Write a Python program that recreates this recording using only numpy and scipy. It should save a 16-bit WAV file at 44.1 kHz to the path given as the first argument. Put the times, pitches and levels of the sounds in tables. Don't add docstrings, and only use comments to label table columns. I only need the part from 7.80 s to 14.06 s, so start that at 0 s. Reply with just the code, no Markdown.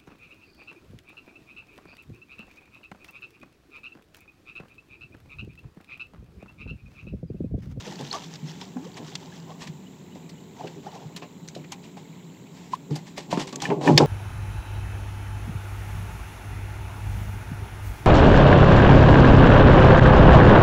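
import sys
import numpy as np
from scipy import signal
from scipy.fft import rfft, irfft, next_fast_len
from scipy.io import wavfile
from scipy.ndimage import uniform_filter1d, map_coordinates

SR = 44100
rng = np.random.default_rng(int(sys.argv[2]) if len(sys.argv) > 2 else 0)


def transcribe(signal):
    frames = np.atleast_2d(signal).T
    limited = np.clip(frames, -1, 1)
    pcm = np.round(limited * 32767).astype(np.int16)
    wavfile.write(sys.argv[1], SR, pcm)


N = 276066
T = np.arange(N) / SR
LEAD_S, TOP_HZ = 0.1, 15800
AGE = np.arange(SR // 2) / SR - LEAD_S
ELAPSED = np.maximum(AGE, 0)


def amp(db):
    return 10 ** (np.asarray(db) / 20)


def unit(x):
    return x / np.sqrt(np.mean(x ** 2) + 1e-20)


def crest(x, size):
    return x / np.sqrt(uniform_filter1d(x * x, size).max() + 1e-20)


def fade(t, t60):
    return (t >= 0) * np.exp(-np.log(1000) * np.abs(t) / t60)


def swell(rise, t60):
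    return np.where(AGE < 0, np.exp(-np.abs(AGE / (1.3 * rise)) ** 1.5), fade(AGE, t60))


def glide(hz):
    return np.sin(2 * np.pi * np.cumsum(hz) / SR)


def colour(x, points):
    size = 2 * next_fast_len(len(x) // 2 + 4096)
    hz, db = np.transpose(points)
    gain = amp(np.interp(np.log(np.fft.rfftfreq(size, 1 / SR) + 1), np.log(hz), db))
    cepstrum = irfft(np.log(gain))
    cepstrum[1:size // 2] *= 2
    cepstrum[size // 2 + 1:] = 0
    return irfft(rfft(x, size) * np.exp(rfft(cepstrum)))[:len(x)]


def resonate(x, hz, width_hz):
    return signal.lfilter(*signal.iirpeak(hz, hz / width_hz, fs=SR), x)


def wobble(rate_hz):
    return map_coordinates(rng.standard_normal(int(N * rate_hz / SR) + 4), [T * rate_hz])


def grit(spread_db, size):
    clumps = unit(uniform_filter1d(rng.standard_normal(len(AGE)), size))
    return rng.standard_normal(len(AGE)) * amp(spread_db * clumps)


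def add(track, start_s, sound):
    start = round((start_s - LEAD_S) * SR)
    part = sound[max(-start, 0):max(N - start, 0)]
    track[max(start, 0):][:len(part)] += part


# frequency_hz, density_db
LAPPING_SPECTRUM = [(15, -79), (25, -53), (80, -20.5), (98, -15.5), (135, -13), (162, -3), (235, -11),
                    (283, -7.5), (329, -16), (376, -11), (510, -22.5), (803, -26), (874, -20.5),
                    (1140, -30), (1400, -57), (1820, -50), (3080, -120)]


def lapping(level_db=-43.5, fall_db_per_s=0.17):
    drumming = unit(colour(rng.standard_normal(N), LAPPING_SPECTRUM))
    hum = resonate(rng.standard_normal(N), 164, width_hz=22)
    hum = unit(resonate(hum, 179, width_hz=102))
    return amp(level_db - fall_db_per_s * T) * unit(drumming + amp(-1.5) * hum)


# frequency_hz, density_db
HISS_SPECTRUM = [(500, -43), (1300, 0.5), (2200, -6), (3700, -3), (4020, 0.5), (4300, -11.5), (6100, -7.5),
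                 (7300, 3), (8000, -6.5), (8800, -24.5), (11000, -18.5), (15000, -11), (15700, -16)]


def hiss():
    return amp(-60) * unit(colour(rng.standard_normal(N), HISS_SPECTRUM))


def fizz(hz, log_spread, cycles, spread_db, count, size):
    when, pitch, strength = rng.random((count, 3)).T[:, :, None]
    turns = hz * np.exp(log_spread * (2 * pitch - 1)) * np.arange(size) / SR
    lives = turns / cycles
    climb = 1 + 0.017 * np.minimum(lives, 2)
    gain = amp(-spread_db * np.log(strength + 0.0075))
    grains = gain * np.sin(2 * np.pi * turns * climb) * np.exp(-lives)
    positions = (when * N).astype(int) + np.arange(size)
    return unit(np.bincount(positions.ravel(), grains.ravel(), N)[:N])


# frequency_hz, gain_db
SLOSH_FILTER = [(150, -44), (300, 6.5), (550, -2.5), (820, 8.5), (1100, 5.5), (1300, -4.5), (2200, -15)]
SPRAY_FILTER = [(800, -8.5), (1400, 2), (2200, -5.5), (3300, 1), (4500, -1), (6200, 1.5), (7600, -6),
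                (9200, -16), (13000, -18), (15500, -29)]
# start_s, slosh_db, spray_db, spray_t60_s
TAIL_STROKES = [(.01, -44.5, -41, 0.052), (0.069, -44, -42, 0.14), (.125, -46.5, -44, 0.18),
                (.212, -48, -44.5, 0.27), (.277, -51, -44.5, 0.24), (0.353, -36, -38, 0.26),
                (.44, -46, -47, 0.28), (.548, -49.5, -45.5, 0.047), (0.696, -52, -45, 0.34),
                (.825, -47, -46.5, 0.25), (1.055, -50.5, -52, 0.41), (1.185, -49.5, -50, 0.095),
                (1.235, -52, -58, 0.28), (1.281, -51, -47, 0.57), (1.43, -51, -54, 0.86),
                (1.56, -54.5, -50.5, 0.39), (1.711, -43, -53.5, 0.24), (2.804, -41.5, -52.5, 0.34),
                (2.86, -57, -56, 1), (3.072, -41.5, -53, 0.2), (3.155, -41.5, -49, 0.17),
                (3.221, -45.5, -56, 0.46)]


def splashes(wash_db=-54, wash_hold_s=0.13, wash_fall_db_per_s=8):
    big_bubbles = fizz(775.6, log_spread=0.705, cycles=7.7, spread_db=1.1, count=2500, size=1200)
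    slosh = unit(colour(big_bubbles + 0.041 * rng.standard_normal(N), SLOSH_FILTER))
    clumps = amp(2 * wobble(220))
    spatter = unit(clumps * rng.standard_normal(N))
    droplets = fizz(3900, log_spread=0.85, cycles=5, spread_db=2, count=11000, size=256)
    bursts = fizz(4600, log_spread=0.5, cycles=1.2, spread_db=3, count=1100, size=96)
    spray = unit(colour(droplets + spatter + amp(-4) * bursts, SPRAY_FILTER))
    ripples = amp(-63 + 1.5 * wobble(4))
    trickle = ripples * fizz(2900, log_spread=0.45, cycles=6, spread_db=2, count=4000, size=512)
    wash = amp(wash_db - wash_fall_db_per_s * np.maximum(T - wash_hold_s, 0))
    slosh_power, spray_power = (0.45 * wash) ** 2, wash ** 2
    for start_s, slosh_db, spray_db, t60 in TAIL_STROKES:
        add(slosh_power, start_s, (amp(slosh_db) * swell(0.021, 1.04 * t60)) ** 2)
        add(spray_power, start_s, (amp(spray_db) * swell(0.028, t60)) ** 2)
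    return trickle + np.sqrt(slosh_power) * slosh + np.sqrt(spray_power) * spray


# pitch_hz, level_db, t60_s
PLATE_MODES = [(96, -38, 0.11), (147.4, 5.5, 0.34), (178, -6.5, 0.28), (239.2, -2.5, 0.43),
               (293.9, 3, 0.26), (338.6, -4, 1), (405.3, 4.5, 0.16), (500.8, -3.5, 0.24), (596, -3, 0.2),
               (732, 3, 0.12), (842.4, 3.5, 0.19), (936, 11, 0.036), (1046, -1, 0.25)]
# frequency_hz, density_db
OVERTONE_SPECTRUM = [(60, -28), (115, 5), (190, 0.5), (450, 2), (1120, -4), (1260, -7), (1800, -3.5),
                     (3000, 5.5), (8000, -100)]


def blow(level_db, rise, drag_t60, cutoff_hz, tap):
    t = AGE[AGE >= 0]
    modes = np.zeros(len(t))
    for hz, mode_db, t60 in PLATE_MODES:
        envelope = amp(mode_db + rng.normal(0, 1)) * fade(t, t60)
        detuned_hz = hz * (1 + 0.0314 * rng.standard_normal())
        modes += envelope * np.sin(2 * np.pi * detuned_hz * t + rng.uniform(0, 2 * np.pi))
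    damped = modes * fade(t, 1.0) * (1 - np.exp(-t / 0.00036))
    overtones = rng.standard_normal(len(t)) * (fade(t, 0.03) + amp(-12) * fade(t, 0.16))
    response = unit(damped) + unit(colour(overtones, OVERTONE_SPECTRUM))
    force = grit(2.7, size=128) * swell(rise, drag_t60)
    force *= min(rise + drag_t60 / 7, 0.04) * 70 / np.linalg.norm(force)
    force[round(LEAD_S * SR)] += tap
    ring = signal.fftconvolve(force, response)[:len(AGE)]
    ring = signal.sosfilt(signal.butter(3, cutoff_hz, fs=SR, output="sos"), ring)
    lowest_hz = np.interp(level_db, [-20, -14], [140, 108])
    ring = signal.sosfilt(signal.butter(5, lowest_hz, "high", fs=SR, output="sos"), ring)
    return amp(level_db) * crest(ring, size=800)


# start_s, level_db, cutoff_hz
SOFT_BUMPS = [(0.079, -36.5, 440), (0.214, -34, 510), (0.634, -31.5, 173), (1.2, -37.5, 586),
              (1.227, -49, 450), (1.898, -35, 135), (2.847, -34.5, 480), (2.972, -38.5, 477),
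              (3.271, -38, 139), (5.117, -30.5, 293), (5.49, -37.5, 463), (5.655, -40.5, 457),
              (5.98, -27, 426), (6.128, -24.5, 404), (6.234, -20, 430)]


def bumps():
    out = np.zeros(N)
    for start_s, level_db, cutoff_hz in SOFT_BUMPS:
        early_s = 1.274 / cutoff_hz
        bump = blow(level_db, rise=0.012, drag_t60=0.069, cutoff_hz=cutoff_hz, tap=0.87)
        add(out, start_s - early_s, bump)
    return out


# start_s, level_db, centre_hz, contact_t60_s, top_gain_db
TACKLE_TICKS = [(0.123, -47, 3600, 0.019, -20), (0.157, -40, 4340, 0.014, -20), (0.211, -46, 4800, .025, 0),
                (0.329, -26.5, 5270, 0.014, -14), (0.557, -39, 4070, 0.026, -22),
                (0.814, -36, 3430, 0.021, -14), (1.3543, -26.5, 3690, 0.019, -11),
                (2.496, -46.5, 4640, 0.05, -6), (2.874, -40, 2670, 0.051, -8),
                (3.3645, -34.5, 4150, 0.033, 2), (3.425, -43, 2570, 0.11, -41),
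                (3.678, -42.5, 4970, 0.018, -6), (3.6866, -34.5, 6600, 0.0025, -15),
                (3.752, -40, 4030, 0.036, -7), (3.844, -47, 2250, 0.049, -25),
                (3.9216, -32.5, 6100, 0.02, -5), (4.952, -46, 3300, 0.021, 7),
                (5.159, -34.5, 4740, 0.06, -1), (5.379, -40, 3800, 0.028, 4),
                (5.672, -40, 6300, 0.018, -12), (5.728, -38, 4610, 0.036, -8),
                (5.7586, -27.5, 7510, 0.016, -13.5), (5.803, -34, 3250, 0.011, -10),
                (5.8207, -27, 6000, 0.026, -9.5)]
# start_s, level_db
GUNWALE_RINGS = [(3.921, -41.5), (5.16, -42), (5.821, -29)]


def ticks(gunwale_hz=805, gunwale_t60_s=0.18):
    out = np.zeros(N)
    for start_s, level_db, hz, t60, top_db in TACKLE_TICKS:
        snap = np.minimum(1.6 * swell(0.04 * t60, t60), 1)
        rattle = amp(-19) * fade(AGE, 0.075)
        contact = grit(2, size=32) * (snap + rattle)
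        ring = resonate(contact, hz, width_hz=0.86 * hz) + 0.99 * resonate(contact, hz, width_hz=420)
        tick = colour(ring, [(300, 25), (1000, 11), (7500, 5), (9500, top_db + 1), (15000, top_db)])
        add(out, start_s, amp(level_db) * crest(tick, size=88))
    rim = fade(AGE, gunwale_t60_s) * np.sin(2 * np.pi * gunwale_hz * AGE)
    for start_s, level_db in GUNWALE_RINGS:
        add(out, start_s, amp(level_db) * rim)
    return out


# start_s, level_db, pitch_hz, life_s
AIR_BUBBLES = [(0.192, -40, 3320, .004), (0.3122, -25, 4070, 0.0047), (0.337, -30, 1095, 0.026),
               (.675, -49, 5150, .02), (0.816, -40.5, 887, 0.012), (1.142, -45, 4450, .004),
               (1.521, -47.5, 1610, 0.01), (2.806, -34.5, 797, 0.008), (2.841, -30.5, 327.5, 0.017),
               (3.064, -31, 764, 0.012), (4.934, -17.5, 960, 0.0089)]


def bubbles(climb_per_life=0.101, gulp_at_s=0.96, gulp_db=-27):
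    out = np.zeros(N)
    for start_s, level_db, hz, life_s in AIR_BUBBLES:
        lives = ELAPSED / life_s
        attack = 1 - np.exp(-ELAPSED * hz)
        decay = np.exp(-lives ** 5) + 0.3 * fade(ELAPSED, 8 * life_s)
        tone = glide(hz * (1 + climb_per_life * np.minimum(lives, 2)))
        add(out, start_s, amp(level_db) * attack * decay * tone)
    add(out, gulp_at_s, amp(gulp_db) * gulp())
    return colour(out, [(70, -41), (200, -0.5)])


def gulp(from_hz=249.5, to_hz=870, length_s=0.15):
    progress = ELAPSED / length_s
    pitch_hz = from_hz + (to_hz - from_hz) * progress ** 3
    envelope = (fade(AGE, 0.21) + amp(-13)) * np.exp(-progress ** 20)
    flutter = unit(uniform_filter1d(uniform_filter1d(rng.standard_normal(len(AGE)), 300), 200))
    breakup = amp(-6 * progress + 4.5 * np.minimum(progress, 1) * flutter)
    return glide(pitch_hz * (AGE > 0)) * envelope * breakup


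# start_s, level_db, cutoff_hz, skid_db
WET_KNOCKS = [(0.968, -39, 1410, -65), (2.356, -42.5, 1250, -58), (3.423, -39, 1570, -59),
              (3.762, -36.5, 510, -53), (4.17, -44, 1770, -50.5), (5.105, -40.5, 980, -49),
              (5.16, -41.5, 1130, -47.5), (5.378, -35.5, 1480, -40.5), (5.527, -22.5, 1130, -36.5),
              (5.573, -25, 1100, -40), (5.605, -36.5, 1087, -49), (5.727, -35.5, 1300, -46.5),
              (5.759, -37.5, 516, -62), (5.783, -45, 950, -64), (5.902, -30, 1870, -49),
              (6.011, -29.5, 1100, -44.5)]


def knocks(skid_rise_s=0.002):
    out = np.zeros(N)
    for start_s, level_db, cutoff_hz, skid_db in WET_KNOCKS:
        add(out, start_s, blow(level_db, rise=0.00052, drag_t60=0.018, cutoff_hz=cutoff_hz, tap=0.3))
        add(out, start_s + skid_rise_s, skid(skid_db, skid_rise_s, t60=0.25))
    return out


# frequency_hz, density_db
FRICTION_SPECTRUM = [(350, -1), (700, 5.5), (1050, 9.5), (1350, -5), (1800, 3.5), (2900, 4), (4200, 1.5),
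                     (6000, -1.5), (7600, -4), (9500, -19), (13000, -25), (15500, -38)]


def skid(level_db, rise, t60):
    slips = grit(2.5, size=60) * swell(rise, t60)
    return amp(level_db) * crest(colour(slips, FRICTION_SPECTRUM), size=500)


# start_s, level_db, rise_s, t60_s
SLIDING_CONTACTS = [(1.173, -41, 0.0039, 0.078), (1.823, -39.5, 0.014, 0.17), (1.875, -41.5, 0.0031, 0.082),
                    (2.354, -56, 0.0037, 0.051), (3.372, -41, 0.0051, 0.092), (3.928, -37.5, 0.0058, 0.061),
                    (4.046, -51.5, .01, 0.24), (4.785, -51, 0.037, 0.72), (4.87, -56, .03, 0.35),
                    (4.938, -43, 0.014, 0.11), (5.16, -48.5, 0.022, .1), (5.273, -48, 0.0082, 0.21),
                    (5.38, -37.5, 0.0081, 0.09), (5.518, -34, 0.0084, 0.16), (5.599, -32.5, 0.0043, .1),
                    (5.616, -34, 0.01, 0.13), (5.675, -40.5, 0.0018, 0.14), (5.69, -47, .003, 0.14),
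                    (6.071, -34, 0.02, 0.37)]


def slides():
    out = np.zeros(N)
    for start_s, level_db, rise, t60 in SLIDING_CONTACTS:
        add(out, start_s, skid(level_db, rise, t60))
    return out


def chirps(first_s=2.07, every_s=0.257, centre_hz=2940, climb_hz_per_s=15000, width_s=0.0085):
    out = np.zeros(N)
    note = np.exp(-(AGE / width_s) ** 2) * glide(centre_hz + climb_hz_per_s * AGE)
    for k in range(6):
        add(out, first_s + k * every_s, amp(-54 + rng.normal(0, 2.5)) * note)
    return out


# start_s, level_db, pitch_hz, t60_s
FLOOR_HEAVES = [(5.111, -15.5, 151, 0.17), (5.527, -15.5, 176.6, 0.12), (5.574, -15.5, 188, 0.078),
                (5.888, -16, 170, 0.1), (6.149, -4, 136, 0.06), (6.221, -8, 146, 0.12)]


def heaves(rise_s=0.0036):
    out = np.zeros(N)
    attack = 1 - np.exp(-ELAPSED / rise_s)
    for start_s, level_db, hz, t60 in FLOOR_HEAVES:
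        swing = fade(ELAPSED, t60) * np.sin(2 * np.pi * hz * ELAPSED)
        add(out, start_s, amp(level_db) * attack * swing)
    return colour(out, [(40, -14), (110, 0)])


# start_s, level_db, cutoff_hz, rise_s, drag_t60_s, skid_db
BODY_FLOPS = [(5.837, -35, 1740, 0.021, 0.38, -34.5), (5.92, -21.3, 1030, 0.029, 0.08, -65),
              (6.045, -27, 900, 0.026, .3, -39.5), (6.083, -12, 810, 0.011, 0.12, -46),
              (6.177, -20, 856, 0.0041, 0.052, -41), (6.202, -14, 970, 0.0068, 0.15, -35.5)]


def flops(floor_hz=412):
    out = np.zeros(N)
    for start_s, level_db, cutoff_hz, rise, drag_t60, skid_db in BODY_FLOPS:
        contacts = sum(blow(0, rise, drag_t60, cutoff_hz, tap=0) for _ in range(3))
        thud = amp(level_db) * crest(contacts, size=800)
        boom = amp(-3) * resonate(thud, floor_hz, width_hz=110)
        add(out, start_s, thud + boom + skid(skid_db, rise=0.016, t60=0.26))
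    return out


# pitch_hz, level_db, t60_s
SQUEAK_PARTIALS = [(1770, 19.5, 0.037), (2410, 11.5, 0.051), (2970, 3.5, 0.087)]
# start_s, level_db
WET_SQUEAKS = [(5.855, -25), (6.077, -20.5)]


def squeaks():
    out = np.zeros(N)
    for start_s, level_db in WET_SQUEAKS:
        tone = np.zeros(len(AGE))
        for hz, partial_db, t60 in SQUEAK_PARTIALS:
            phase_drift = 0.061 * np.cumsum(rng.standard_normal(len(AGE)))
            tone += amp(partial_db) * swell(0.00089, t60) * np.sin(2 * np.pi * hz * AGE + phase_drift)
        add(out, start_s, amp(level_db) * crest(tone, size=300))
    return out


# centre_hz, width_hz, gain_db
WALL_MODES = [(1740, 260, -0.5), (2600, 300, 6.5), (3140, 260, 0.5), (3340, 190, 6), (3620, 190, 13.5),
              (4380, 510, 13), (5000, 370, 7), (5500, 400, -9), (6500, 820, -6)]
# start_s, level_db, contact_t60_s
TAIL_SLAP = [(6.1764, -6.5, 0.035)]


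def slap(crackle_db=-15.5, crackle_gap_s=0.0021, crackle_t60_s=0.003):
    out = np.zeros(N)
    ring_filter = [(500, -29), (1300, -23), (1650, 8.5), (6000, 1.5), (10000, -15), (15000, -24)]
    crackle_filter = [(1200, -20), (4000, 17), (6000, 18), (8500, -5), (15000, -12)]
    for start_s, level_db, t60 in TAIL_SLAP:
        press = np.minimum(2 * fade(AGE, t60), 1)
        contact = grit(0.44, size=32) * (press + amp(-26.5) * fade(AGE, 0.19))
        ring = sum(amp(gain_db) * resonate(contact, hz, width) for hz, width, gain_db in WALL_MODES)
        add(out, start_s, amp(level_db) * crest(colour(ring, ring_filter), size=180))
        for k in range(3):
            burst = colour(rng.standard_normal(len(AGE)) * fade(AGE, crackle_t60_s), crackle_filter)
            add(out, start_s + 0.00055 + k * crackle_gap_s, amp(crackle_db) * crest(burst, size=44))
    return out


def scene():
    ambience = lapping() + hiss() + chirps()
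    water = splashes() + bubbles()
    thuds = bumps() + knocks() + flops() + heaves()
    return (ambience + water + thuds + ticks() + slides() + slap() + squeaks())[None]


def record(dry):
    size = next_fast_len(N + SR // 2)
    passband = np.fft.rfftfreq(size, 1 / SR) < TOP_HZ
    return irfft(rfft(np.clip(dry, -1, 1), size) * passband, size)[..., :N]


dry = scene()
out = record(dry)
transcribe(out)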